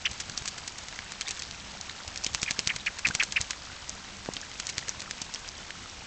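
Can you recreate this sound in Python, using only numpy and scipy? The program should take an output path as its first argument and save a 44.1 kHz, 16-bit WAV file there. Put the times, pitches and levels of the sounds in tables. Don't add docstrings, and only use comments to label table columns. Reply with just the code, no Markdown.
import sys
import numpy as np
from scipy import signal
from scipy.fft import rfft, irfft
from scipy.io import wavfile
from scipy.ndimage import uniform_filter1d

SR = 44100
rng = np.random.default_rng(int(sys.argv[2]) if len(sys.argv) > 2 else 0)


def store_pcm(level_fs):
    pcm = np.round(np.clip(level_fs, -1, 1) * 32767).astype(np.int16)
    wavfile.write(sys.argv[1], SR, np.atleast_2d(pcm).T)


def voltage_ratio(level):
    return 10 ** (np.asarray(level, float) / 20)


N = 267246

# t/s, level/dB of the slap's energy packed into 1 ms, centre f/Hz, spread/octaves, decay/ms
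SLAPS = [(.113, -26, 4920, 0.56, 5), (0.1327, -34, 5000, .7, 0.69), (.202, -18.5, 5670, 0.75, 8),
         (0.213, -28.5, 4150, 1.6, 2.1), (.297, -26, 4250, 0.61, 1.5), (0.3758, -19, 4900, 0.23, 3),
         (0.3866, -27.5, 6030, .7, 4.5), (0.4222, -27.5, 2650, 2.3, 2.6), (0.4572, -21, 4900, 1.1, 1.4),
         (.4779, -18, 5510, 0.79, 0.67), (0.4822, -20.5, 5500, 0.54, 5.9), (0.5817, -23.5, 4690, 1.4, 6.3),
         (0.6775, -20.5, 5250, .7, 4.9), (0.783, -28, 5900, 0.58, 2.2), (0.787, -26.5, 5370, 1.1, 0.8),
         (.885, -27, 4580, 0.87, 0.84), (0.9264, -31.5, 2200, 0.89, 1.2), (0.99, -26.5, 2470, 0.5, .55),
         (1.1204, -23, 4850, 1.2, 2.7), (1.211, -18.5, 4570, 0.69, 1.1), (1.2176, -26, 4100, 0.84, 0.54),
         (1.276, -28.5, 2970, 1, 2.7), (1.2835, -22.5, 5000, 0.6, .9), (1.2901, -23, 5230, 0.64, 3.6),
         (1.309, -20, 5070, 0.57, 0.49), (1.312, -23.5, 5290, .65, 6.1), (1.372, -29, 3850, 1.8, 4.9),
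         (1.394, -26, 6090, 0.48, 1.2), (1.398, -28.5, 5120, 0.34, 1.5), (1.4215, -24, 3950, 0.63, 2.7),
         (1.4344, -30.5, 4300, 0.19, 4.9), (1.5111, -29.5, 4000, 0.38, .55),
         (1.8119, -26.5, 5290, 0.37, 0.92), (1.8969, -28, 3050, 0.48, .55), (2.0781, -26, 4920, 0.6, 2.4),
         (2.1597, -26, 3680, 0.64, 1.2), (2.175, -25.5, 5150, 0.24, 2.2), (2.2385, -25.5, 5300, .2, 3.5),
         (2.2453, -18.5, 5460, 0.22, 1.2), (2.265, -18.5, 4100, 0.49, 3.8), (2.333, -32, 4660, 0.59, 1.3),
         (2.348, -13, 3960, 1, 0.31), (2.364, -37, 4980, 0.77, 3.2), (2.4175, -24, 5600, 0.23, 2),
         (2.4304, -13, 4320, 1, 1.2), (2.4358, -24, 5600, 0.87, 6.2), (2.509, -13.5, 4560, 0.87, 1.5),
         (2.592, -15, 4040, 0.39, 0.26), (2.5955, -25.5, 5480, 0.93, 2.1), (2.604, -30, 4970, 0.63, 1.6),
         (2.674, -13, 4340, 0.48, 0.76), (2.7623, -18, 4620, 1.2, 3.1), (2.8627, -25, 3560, 0.5, 5.5),
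         (2.9872, -26.5, 4260, 0.85, 2.8), (2.992, -23.5, 4300, 0.99, 1.6),
         (3.0706, -17.5, 3260, 0.8, 0.89), (3.075, -20.5, 5130, 0.66, 4.8), (3.087, -19, 4340, 0.77, 1.4),
         (3.11, -30, 1930, 0.51, 1.6), (3.1506, -11, 5540, 1.03, 2.1), (3.1979, -27.5, 4420, 0.32, 1.9),
         (3.2266, -21, 2200, 0.66, 1.4), (3.2342, -14, 5540, 0.88, 3), (3.3231, -18.5, 4900, 0.76, 2.4),
         (3.407, -23, 4900, 1.1, 5), (3.4138, -14.5, 7370, 0.42, 0.64), (3.5078, -18, 4530, 0.82, 0.63),
         (3.5094, -20.5, 4370, .75, 1.5), (3.5327, -30.5, 2370, 0.59, 1.1), (3.8948, -23, 6280, 0.21, 0.61),
         (4.26, -30.5, 1480, 1.2, 1.2), (4.3368, -23, 6500, 0.6, 2), (4.367, -22.5, 3350, 0.26, 2.1),
         (4.4148, -30, 5960, 0.18, .55), (4.5154, -32, 2810, 0.47, 1.3), (4.5995, -18, 4860, 0.94, 2.8),
         (4.6693, -20.5, 5600, 0.51, .55), (4.6911, -23, 4590, .6, 3.7), (4.697, -20.5, 5460, 0.7, 5.9),
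         (4.7817, -17, 3780, 0.66, .55), (4.7902, -29, 3630, 0.49, 4.4), (4.8824, -22, 3900, 1.2, 3.5),
         (4.893, -19, 5940, 0.11, 0.6), (4.9965, -28.5, 4400, 1.8, 1.5), (5.0045, -28, 4510, 0.3, 1.2),
         (5.0188, -25.5, 3150, 1.5, 2.4), (5.1102, -20, 3900, 0.85, 1.9), (5.217, -21, 5570, 0.46, 4.3),
         (5.3394, -23.5, 5500, 0.65, 2.6), (5.347, -23.5, 5380, 0.12, .55), (5.3584, -28.5, 3470, 1.2, 1.9),
         (5.478, -29, 4610, 1.5, 1.9), (5.4889, -28.5, 5180, 0.18, 0.65), (5.7062, -26.5, 2510, 0.43, 1.2)]
# f/Hz, relative level/dB
SLAP_COLOUR = [(300, 9), (900, 1), (1800, 4), (3500, -2), (6000, 0.5), (8000, 3)]
RISE_SHARE, SHORTEST_DECAY_MS = .16, .52
SWISH_DB, SWISH_MS = -12.5, 8.7
SPRAY_DB, SPRAY_MS, SPRAY_HZ = -12, 6.9, 5370
DRIZZLE_DB, DRIZZLE_MS = -16.5, 49
PATCHY_DB, PATCH_MS = 5, 1.2

# t/s mid-swing, nominal level/dB, dip to swell about/ms
WAFTS = [(0.116, -37, 4), (0.295, -39, 3.7), (0.419, -37, 3.6), (2.081, -37, 5), (2.266, -36.5, 2.1),
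         (2.348, -39, 4.1), (2.431, -31.5, 2.7), (2.51, -30, 1.97), (2.59, -28, 1.3), (2.673, -31, 3.5),
         (2.76, -35, 3.8), (3.07, -34.5, 2.06), (3.085, -30.5, 1.96), (3.102, -29, 2.4),
         (3.152, -33.5, 3.3), (3.406, -30.5, 4.4), (4.781, -36, 4), (4.882, -41, 2.6), (5.218, -37.5, 1.95)]
SLOSH_DB, SLOSH_HZ, SLOSH_MS = -12.5, 750, 4.4

# t/s, level/dB before the soft onset, starting f/Hz
BUBBLES = [(0.9898, -30, 2220), (1.216, -27, 3120), (1.269, -25, 3520), (1.277, -25, 2190),
           (1.302, -28, 2540), (1.894, -27, 3830), (2.2426, -27, 2540), (2.264, -19.5, 2990),
           (2.462, -23.5, 2390), (2.805, -30, 3800), (3.108, -19.5, 1500), (3.2252, -17, 1530),
           (4.3678, -28, 3050), (4.691, -25, 2160), (4.8254, -29, 1870), (5.0765, -30.5, 1260),
           (5.3582, -29, 3170), (5.7054, -29.5, 2400)]
BUBBLE_T60_S, BUBBLE_RISE = 0.02, 0.16

# t/s near the top of the lower sweep, level/dB before effort and throat, lower f/Hz at share 1,
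# upper f/Hz at share 1, closing flick f/Hz, throat resonance f/Hz
CALLS = [(0.0565, -26.5, 2937, 3770, 3280, 2962), (2.482, -33.5, 2564, 3300, 1750, 2340),
         (2.698, -29.5, 3150, 3450, 2450, 2260), (2.870, -28.5, 2603, 3115, 1450, 2480),
         (3.0536, -26.5, 2664, 2827, 2030, 2460), (3.203, -25, 2726, 3580, 2160, 2500),
         (3.366, -25.5, 2980, 3077, 3000, 2560)]
# t/ms from the call's time, share of the way from rest to top, effort level/dB
LOWER_SWEEP = [(-8.5, 0.115, -19), (-5, 0.489, -3.5), (-1.5, 0.878, -1.5), (0.5, 0.98, -1.5),
               (1.5, 0.882, -3), (5, 0.53, 2.5), (9, .2, -6.5), (13.5, .03, -17)]
UPPER_SWEEP = [(-2.5, .6, -10), (3, 0.94, -0.5), (4.5, 0.824, -2), (8.5, 0.47, -7.5), (13, .22, 0),
               (17.5, 0.092, -10.5)]
LOWER_REST_HZ, UPPER_REST_HZ = 1082, 1500
FLICK_MS, FLICK_DB = 22.5, -15
WAVER_HZ, WAVER_MS, WAVER_WIDTH_MS = 3360, 10.8, 2.8
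THROAT_WIDTH_HZ, THROAT_DB = 406, 8.5
COUPLING_DB, COUPLING_DB_PER_KHZ, COUPLING_AT_HZ = -24.5, 24.5, 2480
AIR_DB, AIR_HZ = -24.5, 4100
JITTER, RASP_DB = .01, 1.8

# t/s, push level/dB before recovery, push/ms, recovery f/Hz
HOUSING_DROPS = [(4.2884, -16.5, 1.05, 130)]

# t/s, level/dB
RAIN = [(0.0, -42), (3.0, -42.5), (6.06, -42.5)]
# f/Hz, relative level/dB per Hz
RAIN_COLOUR = [(290, -44.5), (500, -10.5), (900, -2.5), (1600, -2.5), (3000, -3), (6100, -5), (7000, -5.5)]
PATTER_PER_S, PATTER_DB, PATTER_SCATTER_DB = 500, -6.5, 5
LOUDEST_SHARE = .09

# f/Hz, relative level/dB per Hz
RUMBLE_COLOUR = [(12, -44), (20, -2), (70, 3), (151, -3.5), (199, -6.5), (248, -6), (376, -10.5),
                 (800, -11.5), (1040, -34), (1760, -120)]
RUMBLE_DB = -52.5
HUM_HZ, HUM_WIDTH_HZ, HUM_DB = 198.4, 3.2, -63

ECHO_DB, ECHO_T60_S = -18, .05
# f/Hz, level/dB
MIC_TOP = [(6500, 1), (7050, -0.5), (7750, -3), (8200, -11.5), (8600, -18), (9000, -36.5), (9250, -57),
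           (9700, -75), (10500, -100)]


def splashes():
    out = np.zeros(N)
    t = np.arange(-768, 5376) / SR * 1000
    before, after = np.minimum(t, 0), np.maximum(t, 0)
    swish = unit(np.exp(before / SWISH_MS) * (t < 0))
    spray = unit(after * np.exp(-(after / SPRAY_MS) ** 2))
    drizzle = unit(after * np.exp(-after / DRIZZLE_MS * 2))
    wet = voltage_ratio(SPRAY_DB) * spray + voltage_ratio(DRIZZLE_DB) * drizzle + voltage_ratio(SWISH_DB) * swish
    for s, db, hz, octaves, decay_ms in SLAPS:
        noise, crackle, mist = rng.standard_normal((3, len(t)))
        decay_ms = max(decay_ms, SHORTEST_DECAY_MS)
        shape = np.exp(-(before / (RISE_SHARE * decay_ms)) ** 2 - (after / decay_ms) ** 1.27)
        burst = (noise * voltage_ratio(2.5 * crackle) * shape)[:2048]
        slap = band(even(burst), hz, max(octaves, .1))
        clumps = uniform_filter1d(crackle[::-1], int(PATCH_MS * SR / 1000))
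        patches = voltage_ratio(PATCHY_DB * clumps / np.std(clumps))
        fine = band(mist * patches, SPRAY_HZ, 0.88)
        gain = voltage_ratio(db) * np.sqrt(SR / 1000)
        start = s + t[0] / 1000
        add(out, start, gain * unit(colour(slap, SLAP_COLOUR)))
        add(out, start, gain * wet * fine / np.std(fine))
    return out


def wafts():
    out = np.zeros(N)
    t = np.arange(2048) / SR * 1000
    swell = t / SLOSH_MS * np.exp(1 - t / SLOSH_MS)
    slosh_band = signal.butter(1, [SLOSH_HZ * 0.52, SLOSH_HZ * 1.8], "band", fs=SR)
    for s, db, ms in WAFTS:
        u = np.arange(-4 * ms, 4 * ms, 1000 / SR) / ms
        push = 2.3 * u * np.exp(-u ** 2 * 2) * (1 - .3 * u)
        add(out, s - 4 * ms / 1000, voltage_ratio(db) * push)
        water = signal.lfilter(*slosh_band, rng.standard_normal(len(t)))
        add(out, s - ms / 1000, voltage_ratio(db + SLOSH_DB) * water / np.std(water) * swell)
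    return out


def bubbles():
    out = np.zeros(N)
    t = np.arange(1800) / SR
    onset = 1 - np.exp(-t / 0.00079)
    ring = onset * np.exp(-np.log(1000) * t / BUBBLE_T60_S)
    for s, db, hz in BUBBLES:
        phase = 2 * np.pi * hz * (t + BUBBLE_RISE * t ** 2 / (2 * BUBBLE_T60_S))
        add(out, s, voltage_ratio(db) * ring * (np.sin(phase) + 0.09 * np.sin(2 * phase)))
    return out


def calls():
    out = np.zeros(N)
    for s, db, low_hz, high_hz, flick_hz, throat_hz in CALLS:
        coupling = voltage_ratio(COUPLING_DB + COUPLING_DB_PER_KHZ * (throat_hz - COUPLING_AT_HZ) / 1000)
        upper_shape = upper_side(high_hz, flick_hz, coupling)
        t = s + np.arange(-640, 1560) / SR
        a, p = voice(sweep(s, db, LOWER_SWEEP, LOWER_REST_HZ, low_hz, throat_hz), t)
        b, q = voice(sweep(s, db, upper_shape, UPPER_REST_HZ, high_hz, throat_hz), t)
        sum_tone = 2 * np.sqrt(a * b) * np.sin(p + q)
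        octaves = 0.4 * a * np.sin(2 * p) + 0.32 * b * np.sin(2 * q)
        air = band(rng.standard_normal(len(t)), AIR_HZ, 0.68)
        beak = voltage_ratio(AIR_DB) * (a + b) * air / np.std(air)
        add(out, t[0], a * np.sin(p) + b * np.sin(q) + coupling * (sum_tone + octaves) + beak)
    return out


def upper_side(high_hz, flick_hz, coupling):
    span = high_hz - UPPER_REST_HZ
    flick = (FLICK_MS, (flick_hz - UPPER_REST_HZ) / span, FLICK_DB)
    ms, share, effort_db = np.transpose(UPPER_SWEEP + [flick])
    fine = np.arange(ms[0], ms[-1], .5)
    lift = coupling * WAVER_HZ / span * np.exp(-((fine - WAVER_MS) / WAVER_WIDTH_MS) ** 2)
    return np.transpose([fine, np.interp(fine, ms, share) + lift, np.interp(fine, ms, effort_db)])


def sweep(s, db, shape, rest_hz, top_hz, throat_hz):
    ms, share, effort_db = np.transpose(shape)
    fine = np.arange(ms[0], ms[-1], .25)
    hz = rest_hz + (top_hz - rest_hz) * np.interp(fine, ms, share)
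    throat_db = THROAT_DB * np.exp(-((hz - throat_hz) / THROAT_WIDTH_HZ) ** 2)
    return np.transpose([s + fine / 1000, hz, db + np.interp(fine, ms, effort_db) + throat_db])


def voice(rows, t):
    s, hz, db = np.transpose(rows)
    wobble = 1 + JITTER * unsteady(len(t))
    glide = uniform_filter1d(np.interp(t, s, hz), size=70)
    phase = 2 * np.pi * np.cumsum(glide * wobble) / SR
    fade = np.clip(np.minimum(t - s[0] + 0.0012, s[-1] + 0.0033 - t) / 0.0024, 0, 1)
    rasp = RASP_DB * unsteady(len(t))
    return voltage_ratio(uniform_filter1d(np.interp(t, s, db), size=70) + rasp) * fade, phase


def unsteady(count):
    return 5 * np.convolve(rng.standard_normal(count), np.hanning(36) / 18, "same")


def housing_drops():
    out = np.zeros(N)
    t = np.arange(1000) / SR
    for s, db, ms, hz in HOUSING_DROPS:
        push = np.sin(np.pi * np.clip(t * 1000 / ms, 0, 1))
        add(out, s, voltage_ratio(db) * signal.lfilter(*signal.butter(1, hz, "high", fs=SR), push))
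    return out


def rain():
    when, pitch, cycles, size = rng.random((int(PATTER_PER_S * N / SR), 4)).T
    patter, t = np.zeros(N), np.arange(300) / SR
    hz = 700 * (8500 / 700) ** pitch ** .6
    gain = voltage_ratio(-PATTER_SCATTER_DB * np.log(size + LOUDEST_SHARE)) * np.sqrt(hz / 3000)
    decay_per_s = hz / (0.24 + 4.3 * cycles ** 2)
    drops = gain[:, None] * np.exp(-t * decay_per_s[:, None]) * np.sin(2 * np.pi * hz[:, None] * t)
    for s, drop in zip(when * N / SR, drops):
        add(patter, s, drop)
    flicker_db = 0.34 * walk(25.3) + 1.1 * walk(150)
    hiss = level(colour(rng.standard_normal(N), RAIN_COLOUR), 0) * voltage_ratio(flicker_db)
    return level(hiss + level(patter, PATTER_DB), 0) * voltage_ratio(curve(RAIN))


def rumble():
    low = level(colour(rng.standard_normal(N), RUMBLE_COLOUR), 0) * voltage_ratio(RUMBLE_DB + 1.3 * walk(17))
    edges = [HUM_HZ - HUM_WIDTH_HZ / 2, HUM_HZ + HUM_WIDTH_HZ / 2]
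    narrow = signal.butter(1, edges, "band", fs=SR, output="sos")
    hum = signal.sosfilt(narrow, rng.standard_normal(N))
    return low + level(hum, HUM_DB)


def level(x, db):
    return x * voltage_ratio(db) / np.sqrt(np.mean(x ** 2))


def unit(x):
    return x / np.linalg.norm(x)


def curve(rows):
    return np.interp(np.arange(N) / SR, *np.transpose(rows))


def spectrum_hz(x):
    return np.maximum(np.arange(len(x) // 2 + 1) * SR / len(x), 1)


def colour(x, points):
    hz, db = np.transpose(points)
    gain = voltage_ratio(np.interp(np.log(spectrum_hz(x)), np.log(hz), db))
    return irfft(rfft(x) * gain, len(x))


def band(x, hz, octaves):
    bell = np.exp(-(np.log2(spectrum_hz(x) / hz) / octaves) ** 2 / 4)
    return irfft(rfft(x) * (bell + .11), len(x))


def even(x):
    bins = rfft(x)
    return irfft(bins / uniform_filter1d(np.abs(bins) ** 2, size=70) ** 0.48, len(x))


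def add(out, s, x):
    k = int(s * SR)
    out[k:k + len(x)] += x[:N - k]


def walk(rate):
    k = int(SR / rate)
    held = np.repeat(rng.standard_normal(N // k + 1), k)
    return 0.9 * uniform_filter1d(held, k)[:N]


def scene():
    bird = splashes() + bubbles() + calls()
    t = np.arange(4000) / SR
    tail = rng.standard_normal(len(t)) * np.exp(-np.log(1000) * t / ECHO_T60_S)
    echo = signal.fftconvolve(bird, unit(tail))[:N]
    return (bird + voltage_ratio(ECHO_DB) * echo + wafts() + housing_drops() + rain() + rumble())[None]


def low_pass(x):
    return signal.sosfilt(signal.butter(12, 9140, fs=SR, output="sos"), x)


def record(dry):
    mix = colour(dry[0], MIC_TOP)[None]
    return low_pass(mix)


dry = scene()
out = record(dry)
store_pcm(out)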